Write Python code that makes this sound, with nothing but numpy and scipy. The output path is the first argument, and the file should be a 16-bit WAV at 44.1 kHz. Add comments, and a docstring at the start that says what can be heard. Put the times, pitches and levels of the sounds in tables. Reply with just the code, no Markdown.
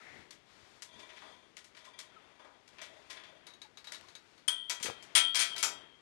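"""A steel pipe gate is swung shut in a snowy yard: noisy bursts over crowded modes are its knocking fittings.
A hand-held chain clinks, then lands on post and latch plate, whose damped sine modes ring with every blow.
Filtered noise makes the yard air, boots in slush and rustling clothes; random slips drive the dragging chain
and the groaning hinge. Low damped sines are heels and a bumping glove; gliding sines are melt-water drips."""
import sys
import numpy as np
from scipy import signal
from scipy.fft import irfft
from scipy.io import wavfile

SR = 44100
rng = np.random.default_rng(int(sys.argv[2]) if len(sys.argv) > 2 else 0)


def bounce(signal):
    """Save signal as a 16-bit WAV file at the path given by the first command-line argument."""
    frames = np.transpose(np.atleast_2d(signal))
    limited = np.clip(frames, -1, 1)
    pcm = np.round(limited * 32767).astype(np.int16)
    wavfile.write(sys.argv[1], SR, pcm)


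N = 265261
TIME = np.arange(N) / SR  # [s]
BAND_EDGES = 22 * 2 ** (np.arange(30) / 3)  # third octaves [Hz]
BAND_HZ = np.sqrt(BAND_EDGES[1:] * BAND_EDGES[:-1])
CUTOFF_HZ = 15900
RIGHT_DB = -80  # right channel relative to left

# All source levels are relative: the mix applies further gains.
# noise colours of the yard: (frequency [Hz], level [dB per Hz])
YARD_LOW = [(25, -13.5), (50, -4), (90, -0.5), (150, 0), (400, 3), (600, -19), (1000, -55), (3000, -74.5)]
YARD_MIDDLE = [(100, -61.5), (300, -27.5), (550, 7), (1000, 4.5), (2000, 4), (3300, -0.5), (5000, -45),
               (9000, -65)]
YARD_HIGH = [(800, -48), (2200, -43), (3700, 7.5), (6000, 2.5), (9000, -6.5), (12000, -16.5), (15500, -49)]
AIR_LOW_DB, AIR_MIDDLE_DB, AIR_HIGH_DB = -74, -70.5, -78  # still air of the yard
# shuffling boots and rustling clothes: (start [s], length [s], level [dB], treble [dB])
SHUFFLES = [(-.04, 0.24, -61, -8), (0.443, .33, -67.5, -3.5), (0.9, 0.42, -65, -5), (1.664, 0.54, -73, -21),
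            (2.054, 0.25, -67.5, -14), (2.673, 0.52, -66, -8), (3.063, 0.49, -68.5, -26),
            (3.856, 0.24, -65.5, -4.5), (4.19, 0.19, -72.5, -3), (4.837, 0.43, -62.5, -9.5),
            (5.45, 0.38, -61, -25)]
SHUFFLE_RISE_S, SHUFFLE_FADE_S, SHUFFLE_BASS_DB = 0.067, 0.083, -8
# slush giving way under a boot: (start [s], level [dB])
SQUASHES = [(.1, -60), (.27, -70), (.91, -64.5)]
SQUASH_S, SQUASH_FADE_S = 0.081, 0.059
# envelope of a boot sliding on wet snow: (time [s], level [dB])
SCUFF = [(0, -67.5), (.09, -59.5), (.18, -67), (.3, -84), (.4, -110)]
# colour of that scuff: (frequency [Hz], level [dB per Hz])
SCUFF_COLOUR = [(400, -56), (1600, -22), (1950, 14), (2400, -34), (6000, -59.5)]
# hanging chain sliding over the moving gate: (start [s], length [s], level [dB])
SLIDES = [(.82, 0.46, -62), (1.15, .15, -61.5), (1.794, 0.29, -66), (2.146, 0.31, -71),
          (2.78, 0.061, -63.5), (3.098, 0.17, -64.5)]
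SLIDE_RISE_S, SLIDE_FADE_S, SLIDE_REST_DB = 0.04, 0.12, -80.5
# modes of the gate's far end and its hanging chain: (frequency [Hz], level [dB], t60 [s])
FAR_GATE = [(588.6, -8.5, .3), (629.6, -3.5, 0.29), (683, -5.5, 0.17), (966, -3.5, 0.44),
            (1039, -0.5, 0.19), (1900, -11.5, 0.367), (1910, -1, 0.29), (1957, -1, 0.3), (2347, -2, 0.21),
            (3224, -1, 0.35), (3350, -4.5, 0.11), (3460, -1.5, 0.41), (3520, -1, 0.4), (3780, -4.5, 0.2),
            (4730, -6.5, 0.18), (6200, -7, 0.096), (9000, -14, 0.159), (9330, -15, 0.14), (10000, -20, .12)]
# melt-water drips: (time [s], level [dB], start frequency [Hz], end frequency [Hz])
DRIPS = [(.003, -57.5, 1400, 1130), (1.872, -55.5, 1066, 990), (2.022, -64, 1170, 930),
         (2.162, -53.5, 1340, 1200), (3.645, -58.5, 893, 800), (4.035, -61, 980, 1210)]
# heels landing in the mud: (time [s], level [dB], frequency [Hz])
STEPS = [(0.191, -58.5, 94), (0.629, -63, 100), (0.959, -60.5, 222)]
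# knocks of the gate's loose fittings, the last after it has closed:
# (time [s], level [dB], treble [dB], build-up time constant [s])
KNOCKS = [(0.3068, -55, 0, 0.00044), (.8205, -52, 4.5, 0.0028), (.9932, -55, -7, 0.00068),
          (1.090, -54, -22, 0.0025), (1.168, -53.5, -15, 0.0021), (1.5676, -53, -1, 0.00025),
          (1.6416, -60.5, 3, .001), (1.748, -59, -11, .0006), (1.768, -53.5, -7.5, 0.00066),
          (1.8429, -56.5, -1.5, 0.0069), (1.9890, -50, 2.5, 0.00075), (2.6746, -65, 0, 0.0012),
          (2.783, -50.5, -22, .0005), (2.8150, -45.5, -5, 0.0025), (3.098, -44, -4.5, 0.0083),
          (3.168, -50.5, -20, .002), (3.2339, -52.5, -17, 0.0012), (3.9194, -47, -0.5, 0.00093),
          (5.0246, -57.5, 3, .0005)]
KNOCK_BASS_DB, KNOCK_T60_S = -3, 0.27
KNOCK_T60_HALVES_DB = 42  # a harder, brighter knock dies sooner: treble rise that halves the decay time
# hollow clunks as the gate frame jolts: (time [s], level [dB])
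JOLTS = [(1.220, -60), (1.86, -69), (2.3952, -65), (2.4466, -64)]
# spectrum of the crowded weak gate modes: (frequency [Hz], level [dB per Hz])
CLANG = [(30, -47), (100, -32), (300, -13.5), (600, -9.5), (1100, -2.5), (1700, 2), (3500, 3), (6500, 0.5),
         (9500, -5.5), (12000, -9), (15500, -55)]
# damping of those modes: (frequency [Hz], relative decay time [1])
CLANG_DECAY = [(200, 2.4), (900, 1.39), (2500, 0.85), (6000, 0.79), (14000, 0.68)]
# hinge groaning as the gate nears the post: (start [s], length [s], level [dB])
GROANS = [(2.807, 0.031, -62), (2.88, 0.13, -70), (3.26, .11, -65.5)]
GROAN_HZ, GROAN_WIDTH_HZ = 624, 61
# links of the held chain tapping each other: (time [s], level [dB], ring level [dB])
CLINKS = [(3.4678, -52.5, -51.5), (3.504, -72, -57), (3.537, -65.5, -56), (3.6173, -54, -51),
          (3.7728, -53.5, -53.5), (3.8436, -54.5, -66), (3.8713, -50.5, -57), (3.945, -52.5, -50),
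          (4.085, -59, -62), (4.1521, -53.5, -48.5), (4.379, -64, -77)]
# dry tick of a pinched link: (time [s], level [dB])
TICKS = [(4.0114, -47)]
CLINK_T60_S, TICK_T60_S = 0.25, .007
# modes of a link damped by the hand: (frequency [Hz], level [dB], t60 [s])
HELD_LINK = [(3833, 2, 0.13), (6510, -8, 0.087), (3890, -7, 0.038), (9900, -28, 0.069), (10750, -13, 0.068)]
# the chain landing on latch and post: (time [s], level [dB], loss per following link [dB], bass [dB],
# treble [dB], t60 [s], clank of the trapped link [Hz], plate ring level [dB], link ring level [dB])
LANDINGS = [(4.4797, -39, 26, 1.5, 5.5, 0.25, 9650, -75, -36),
            (4.4835, -35, 23, -1, 1, 0.072, 3230, -62, -44),
            (4.6968, -33.5, 14, 0, 1.5, 0.23, 6150, -49, -50.5),
            (4.800, -52, 3, 10.5, -7, 0.33, 2474, -66, -70),
            (4.8286, -39.5, 7.5, -9, 4.5, 0.26, 6400, -63, -50.5),
            (4.857, -39, 8, 7, -1, 0.23, 2480, -71, -59), (5.152, -25, 1.1, -5, -0.5, 0.21, 9050, -47, -32),
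            (5.346, -34, 24, -6, -5.5, 0.61, 5517, -59, -53),
            (5.3546, -33, 5, -3, 1.5, 0.28, 5000, -55, -44),
            (5.3924, -32.5, .3, -5.5, .5, 0.26, 2150, -51.5, -41),
            (5.5627, -40.5, 16, 3, 0, 0.087, 4060, -71, -67),
            (5.58, -41, 4.5, -13, -1, 0.32, 4870, -67, -54),
            (5.628, -33, 6, 6.5, 6, 0.28, 1300, -38.5, -48)]
LINK_GAP_S = .009  # the following links land one after another
SETTLED_DB = 17  # a run of links has settled once it has lost this much
PIPE_SHARE_DB = -20  # pipe ring relative to the contact that excites it
# blows before this time ring shorter and their pipes are quieter by this much
EARLY_UNTIL_S, EARLY_PIPE_LOSS_DB = 5.5, 2.5
# modes of the gate pipes: (frequency [Hz], level [dB], t60 [s])
PIPE = [(367, -18.5, .8), (426, -16, 0.52), (616, -10.5, .41), (683.2, -4.5, 0.43), (968, -0.5, 0.72),
        (1030, -2.5, 0.36), (1282, -5.5, .4), (1340.4, 0.5, 0.51), (1370, 0.5, .1), (1536, 5, 0.34),
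        (1780, -3, .25), (1938, 8, 0.51), (1982, 8.5, 0.16), (2233, 8, 0.24), (2438, 3, 0.35),
        (2568, 3, .35), (3080, -11, .3), (3557, -1.5, 0.24), (3520, 1.5, .4), (3660, -1.5, 0.49),
        (3767, -5, 0.58), (4075, 1, 0.44), (4570, -5, 0.59), (4850, -6.5, .25)]
# modes of the latch plate: (frequency [Hz], level [dB], t60 [s])
PLATE = [(4785, -3.5, 0.3), (4870, -14.5, .18), (5100, -8.5, 0.22), (5670, -2, .28), (5920, 4, .25),
         (6050, -3, 0.32), (6390, -0.5, .25), (6767, 2, 0.2), (6700, -3, .15), (7230, -6.5, 0.2),
         (7540, 0.5, 0.25), (8220, -11, .18)]
# first and second bending modes of several nearly alike links: (frequency [Hz], level [dB], t60 [s])
LINK = [(3175, -3.5, 0.91), (3143, -5, 0.9), (3240, -2, 0.94), (3262, -7, .8), (3247, -8.5, 0.79),
        (3410, -10.5, .9), (3476, -13.5, 0.46), (3310, -9, 0.29), (8900, -14, .17), (8860, -6, 0.31),
        (8790, -13.5, 0.16), (8830, -6.5, 0.3), (8930, -8.5, 0.43), (8980, -8, 0.216), (9437, -11, .1)]
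# glove bumping close by: (time [s], level [dB], frequency [Hz], t60 [s])
BUMPS = [(4.808, -47, 207, 0.025), (4.847, -37, 424, 0.025), (4.851, -44, 322, 0.04),
         (4.864, -36.5, 466, 0.024), (4.885, -37, 507, 0.055), (4.888, -47, 124, 0.093),
         (4.900, -27.5, 816, 0.005), (4.909, -42, 466, 0.05)]


def from_db(db):
    """Logarithmic level: every 20 dB is a tenfold amplitude."""
    return 10 ** (np.asarray(db) / 20)


def at_bands(points):
    """Interpolation over logarithmic frequency, read at the band centres."""
    hz, value = np.transpose(points)
    return np.interp(np.log(BAND_HZ), np.log(hz), value)


def band_gains(spectrum):
    """Spectral density times bandwidth gives band power; the total is normalised to 1."""
    gains = from_db(at_bands(spectrum)) * np.sqrt(BAND_HZ)
    return gains / np.linalg.norm(gains)


def add(track, s, sound):
    """Superposition: mix a sound into a track at time s."""
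    start = max(round(s * SR), 0)
    track[start:start + len(sound)] += sound[:N - start]


def swell(start_s, length_s, rise_s, fade_s):
    """Envelope: linear rise, a hold to the end of the length, exponential decay."""
    rise = np.clip((TIME - start_s) / rise_s, 0, 1)
    return rise * np.exp(-np.maximum(TIME - start_s - length_s, 0) / fade_s)


def high_pass(x, hz):
    """High-pass filter: removes the bass below hz."""
    return signal.sosfilt(signal.butter(2, hz, "high", fs=SR, output="sos"), x)


def split(sources):
    """Band analysis: third octaves of rms 1, dealt in turn from two unrelated sources."""
    bands = []
    for k in range(len(BAND_HZ)):
        band_pass = signal.butter(2, BAND_EDGES[k:k + 2], "band", fs=SR, output="sos")
        bands.append(signal.sosfilt(band_pass, sources[k % 2]))
    bands = np.array(bands)
    return bands / bands.std(axis=1, keepdims=True)


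def crowded_modes(spacing_hz, spread_db, haze_db, count=400):
    """Modal density: unevenly spaced and strong steel partials over a haze of unresolved ones."""
    hz = np.cumsum(rng.uniform(.3, 1.7, count)) * spacing_hz
    phases = np.exp(2j * np.pi * rng.random(count))
    partials = from_db(spread_db * rng.uniform(-1.04, 1, count)) * phases
    spectrum = np.zeros(N // 2 + 1, complex)
    audible = hz < CUTOFF_HZ
    spectrum[(hz[audible] * N / SR).astype(int)] = partials[audible]
    tones = irfft(spectrum, N)
    return tones / tones.std() + from_db(haze_db) * rng.standard_normal(N)


def ring(times, levels_db, modes, spread_db):
    """Modal superposition: each contact strikes every mode, with a strength set by where it lands."""
    out, t = np.zeros(N), TIME[:SR]
    hz, mode_db, t60 = np.transpose(modes)[:, :, None]
    shapes = from_db(mode_db - 60 * t / t60) * np.sin(2 * np.pi * hz * t)
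    shapes[1::2] *= -1  # neighbouring table rows have opposite polarity
    strengths = from_db(spread_db * rng.standard_normal((len(times), len(modes))))
    for s, level_db, strength in zip(times, levels_db, strengths):
        add(out, s, from_db(level_db) * (strength @ shapes))
    return out


def clang(bands, level_db, bass_db, treble_db, t60, clank_hz, clank_db, crack_db, crack_s, chatter_db):
    """Impact and damping: a crack, then the crowded steel modes decay, highs first."""
    t = TIME[:int(SR * .7)]
    tilt_db = at_bands([(800, bass_db), (2800, 0.015), (8000, treble_db)])
    gains = band_gains(CLANG) * from_db(tilt_db)
    band_t60 = max(t60, .005) * at_bands(CLANG_DECAY)[:, None]
    decay = np.exp(-np.log(1000) * t / band_t60)
    start = rng.integers(N - len(t))
    body = gains @ (bands[:, start:start + len(t)] * decay)
    # the striking piece is damped by the contact and adds one broad resonance
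    clank = signal.lfilter(*signal.iirpeak(clank_hz, 8, fs=SR), body)
    body = body + from_db(clank_db) * clank
    # steel rebounds on steel about once a millisecond before it settles
    rebounds = np.interp(t, np.arange(1000) / 1000, rng.standard_normal(1000))
    chatter = from_db(chatter_db * rebounds * np.exp(-t / 0.029))
    crack = 1 + from_db(crack_db) * np.exp(-t / crack_s)
    return high_pass(from_db(level_db) * body * chatter * crack, hz=161)


def yard():
    """Broadband noise: open-air rumble, slush, rustling clothes and one squeaky scuff."""
    bands = split(rng.standard_normal((2, N)))
    moves = [from_db(level_db) * swell(s, length_s, SHUFFLE_RISE_S, SHUFFLE_FADE_S)
             for s, length_s, level_db, _ in SHUFFLES]
    bright_moves = [move * from_db(treble_db) for move, (*_, treble_db) in zip(moves, SHUFFLES)]
    # unrelated noises add in power
    shuffle = np.linalg.norm(moves, axis=0)
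    rustle = np.linalg.norm(bright_moves, axis=0)
    squash = sum(from_db(level_db) * swell(s, SQUASH_S, SQUASH_S, SQUASH_FADE_S)
                 for s, level_db in SQUASHES)
    tread = np.hypot(from_db(SHUFFLE_BASS_DB) * shuffle, squash)
    low = np.hypot(from_db(AIR_LOW_DB), tread) * (band_gains(YARD_LOW) @ bands)
    middle = np.hypot(from_db(AIR_MIDDLE_DB), shuffle) * (band_gains(YARD_MIDDLE) @ bands)
    high = np.hypot(from_db(AIR_HIGH_DB), rustle) * (band_gains(YARD_HIGH) @ bands)
    scuff = from_db(np.interp(TIME, *np.transpose(SCUFF))) * (band_gains(SCUFF_COLOUR) @ bands)
    return low + middle + high + scuff


def dragging_chain(per_s=170, size_db=5):
    """Friction excitation: many tiny slips keep the far end of the gate softly ringing."""
    happens = rng.random(N) < per_s / SR
    slips = happens * from_db(size_db * rng.standard_normal(N)) * rng.choice([-1, 1], N)
    response = ring([0], [0], FAR_GATE, spread_db=1.5)[:SR] * np.exp(-TIME[:SR] / 0.072)
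    sound = signal.fftconvolve(slips, response)[:N]
    sliding = np.max([from_db(level_db) * swell(s, length_s, SLIDE_RISE_S, SLIDE_FADE_S)
                      for s, length_s, level_db in SLIDES], axis=0)
    return np.hypot(from_db(SLIDE_REST_DB), sliding) * sound / sound.std()


def drips(length_s=0.037):
    """Frequency glide: each drip is a short plip whose pitch moves linearly."""
    out, phase = np.zeros(N), np.linspace(0, 1, int(length_s * SR))
    for s, level_db, start_hz, end_hz in DRIPS:
        turns = np.cumsum(start_hz + (end_hz - start_hz) * phase) / SR
        envelope = np.sin(np.pi * phase ** 0.48) ** 2
        add(out, s, from_db(level_db) * envelope * np.sin(2 * np.pi * turns))
    return out


def boots(t60=0.13):
    """Damped oscillation: each heel gives a dull, short thump."""
    return sum(ring([s], [level_db], [(hz, 0, t60)], spread_db=4.5) for s, level_db, hz in STEPS)


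def gate_fittings(bands, dull_hz=11500):
    """Impact excitation: fittings knock sharply or in a quick pile-up, the frame clunks; distance dulls."""
    out = np.zeros(N)
    for s, level_db, treble_db, build_s in KNOCKS:
        t60 = KNOCK_T60_S * 2 ** (-treble_db / KNOCK_T60_HALVES_DB)
        knock = clang(bands, level_db, KNOCK_BASS_DB, treble_db, t60, clank_hz=1940, clank_db=-6,
                      crack_db=-5.5, crack_s=0.0045, chatter_db=5.0)
        build_up = 1 - np.exp(-TIME[:len(knock)] / max(build_s, 1e-4))
        add(out, s, knock * build_up)
    for s, level_db in JOLTS:
        clunk = clang(bands, level_db, bass_db=19.5, treble_db=-13, t60=0.45, clank_hz=1060, clank_db=-5,
                      crack_db=-24, crack_s=.005, chatter_db=-0.5)
        add(out, s, clunk)
    out = signal.sosfilt(signal.butter(2, dull_hz, fs=SR, output="sos"), out)
    times, levels_db = np.transpose(KNOCKS)[:2]
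    return from_db(1.54) * out + from_db(-16) * ring(times, levels_db, FAR_GATE, spread_db=2.0)


def hinge(slips_per_s=250, rise_s=.015, fade_s=0.031):
    """Stick-slip and resonance: uneven slips of the hinge excite one low mode of the frame."""
    slips = (rng.random(N) < slips_per_s / SR) * rng.standard_normal(N)
    resonance = signal.iirpeak(GROAN_HZ, GROAN_HZ / GROAN_WIDTH_HZ, fs=SR)
    sound = signal.lfilter(*resonance, slips + 1e-18)
    groaning = sum(from_db(level_db) * swell(s, length_s, rise_s, fade_s) for s, length_s, level_db in GROANS)
    return groaning * sound / sound.std()


def held_chain(bands):
    """Damped impact: links tap each other in the hand and ring briefly; a pinched one only ticks."""
    out = np.zeros(N)
    taps = [(s, level_db, CLINK_T60_S) for s, level_db, _ in CLINKS]
    taps += [(s, level_db, TICK_T60_S) for s, level_db in TICKS]
    for s, level_db, t60 in taps:
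        tap = clang(bands, level_db, bass_db=5.0, treble_db=-5, t60=t60, clank_hz=4300, clank_db=1.5,
                    crack_db=-5.5, crack_s=0.0018, chatter_db=0.0)
        add(out, s, tap)
    times, _, ring_db = np.transpose(CLINKS)
    return from_db(-1.05) * out + ring(times, ring_db, HELD_LINK, spread_db=3.5)


def free_links(times, levels_db, surge_db=9, surge_s=0.0065, waver_hz=13, spread_db=2.64, early_ring=0.82):
    """Coupled decay: links quickly lose energy to neighbours, then sing on, wavering as they swing."""
    out, t = np.zeros(N), TIME[:SR]
    hz, mode_db, t60 = np.transpose(LINK)[:, :, None]
    surge = from_db(mode_db) * (1 + from_db(surge_db) * np.exp(-t / surge_s))
    polarity = (-1) ** np.arange(len(LINK))
    for s, level_db in zip(times, levels_db):
        # early blows ring shorter
        t60_factor = early_ring if s < EARLY_UNTIL_S else 1
        decay = surge * np.exp(-np.log(1000) * t / (t60 * t60_factor))
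        swing = rng.standard_normal(size=(len(LINK), 70))
        waver = np.array([np.interp(t, np.linspace(0, 1, len(row)), row) for row in swing])
        turns = np.cumsum(hz + waver_hz * np.sqrt(hz / hz[0]) * waver, axis=1) / SR
        strength = from_db(spread_db * rng.standard_normal(len(LINK))) * polarity
        add(out, s, from_db(level_db) * (strength @ (decay * np.sin(2 * np.pi * turns))))
    return out


def latch(bands, count=4):
    """Successive impacts: links land ever weaker until settled; pipes, plate and free links all ring."""
    out, contacts = np.zeros(N), []
    for s, level_db, loss_db, bass_db, treble_db, t60, clank_hz, plate_db, link_db in LANDINGS:
        pipe_db = level_db + PIPE_SHARE_DB - EARLY_PIPE_LOSS_DB * (s < EARLY_UNTIL_S)
        # the trapped link clanks on the first contact;
        # the followers clank at random pitches scattered around 3300 Hz
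        clanks_hz = [clank_hz, *(3300 * 2 ** (.5 * rng.standard_normal(count - 1)))]
        for k, hz in enumerate(clanks_hz):
            at_s, lost_db = s + k * LINK_GAP_S, k * loss_db
            if lost_db < SETTLED_DB:
                blow = clang(bands, level_db - lost_db, bass_db, treble_db, t60, hz, clank_db=-0.5,
                             crack_db=-3.5, crack_s=0.00067, chatter_db=2.5)
                add(out, at_s, blow)
                contacts.append((at_s, pipe_db - lost_db, plate_db - lost_db, link_db - lost_db))
    times, pipe_db, plate_db, link_db = np.transpose(contacts)
    pipes = from_db(-0.5) * ring(times, pipe_db, PIPE, spread_db=1.0)
    plate = from_db(-3.0) * ring(times, plate_db, PLATE, spread_db=2.0)
    links = from_db(-1.5) * free_links(times, link_db)
    return high_pass(from_db(-1.2) * out + pipes + plate + links, hz=150)


def glove():
    """Heavy damping: each soft bump is a low mode that dies quickly."""
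    thuds = sum(ring([s], [level_db], [(hz, 0, t60)], spread_db=0.5) for s, level_db, hz, t60 in BUMPS)
    return high_pass(thuds, hz=70)


def scene():
    """Superposition: all sources sum into the left channel; the right stays all but silent."""
    bands = split([crowded_modes(spacing_hz=69.84, spread_db=7, haze_db=-3.5) for _ in range(2)])
    steel = gate_fittings(bands) + dragging_chain() + held_chain(bands) + latch(bands)
    total = steel + glove() + boots() + drips() + yard() + hinge()
    return 2 * total * from_db([[0], [RIGHT_DB]])


def record(dry):
    """Band limiting: a steep elliptic low-pass cuts the top."""
    return signal.sosfilt(signal.ellip(10, .1, 70, CUTOFF_HZ, fs=SR, output="sos"), dry)


dry = scene()
out = record(dry)
bounce(out)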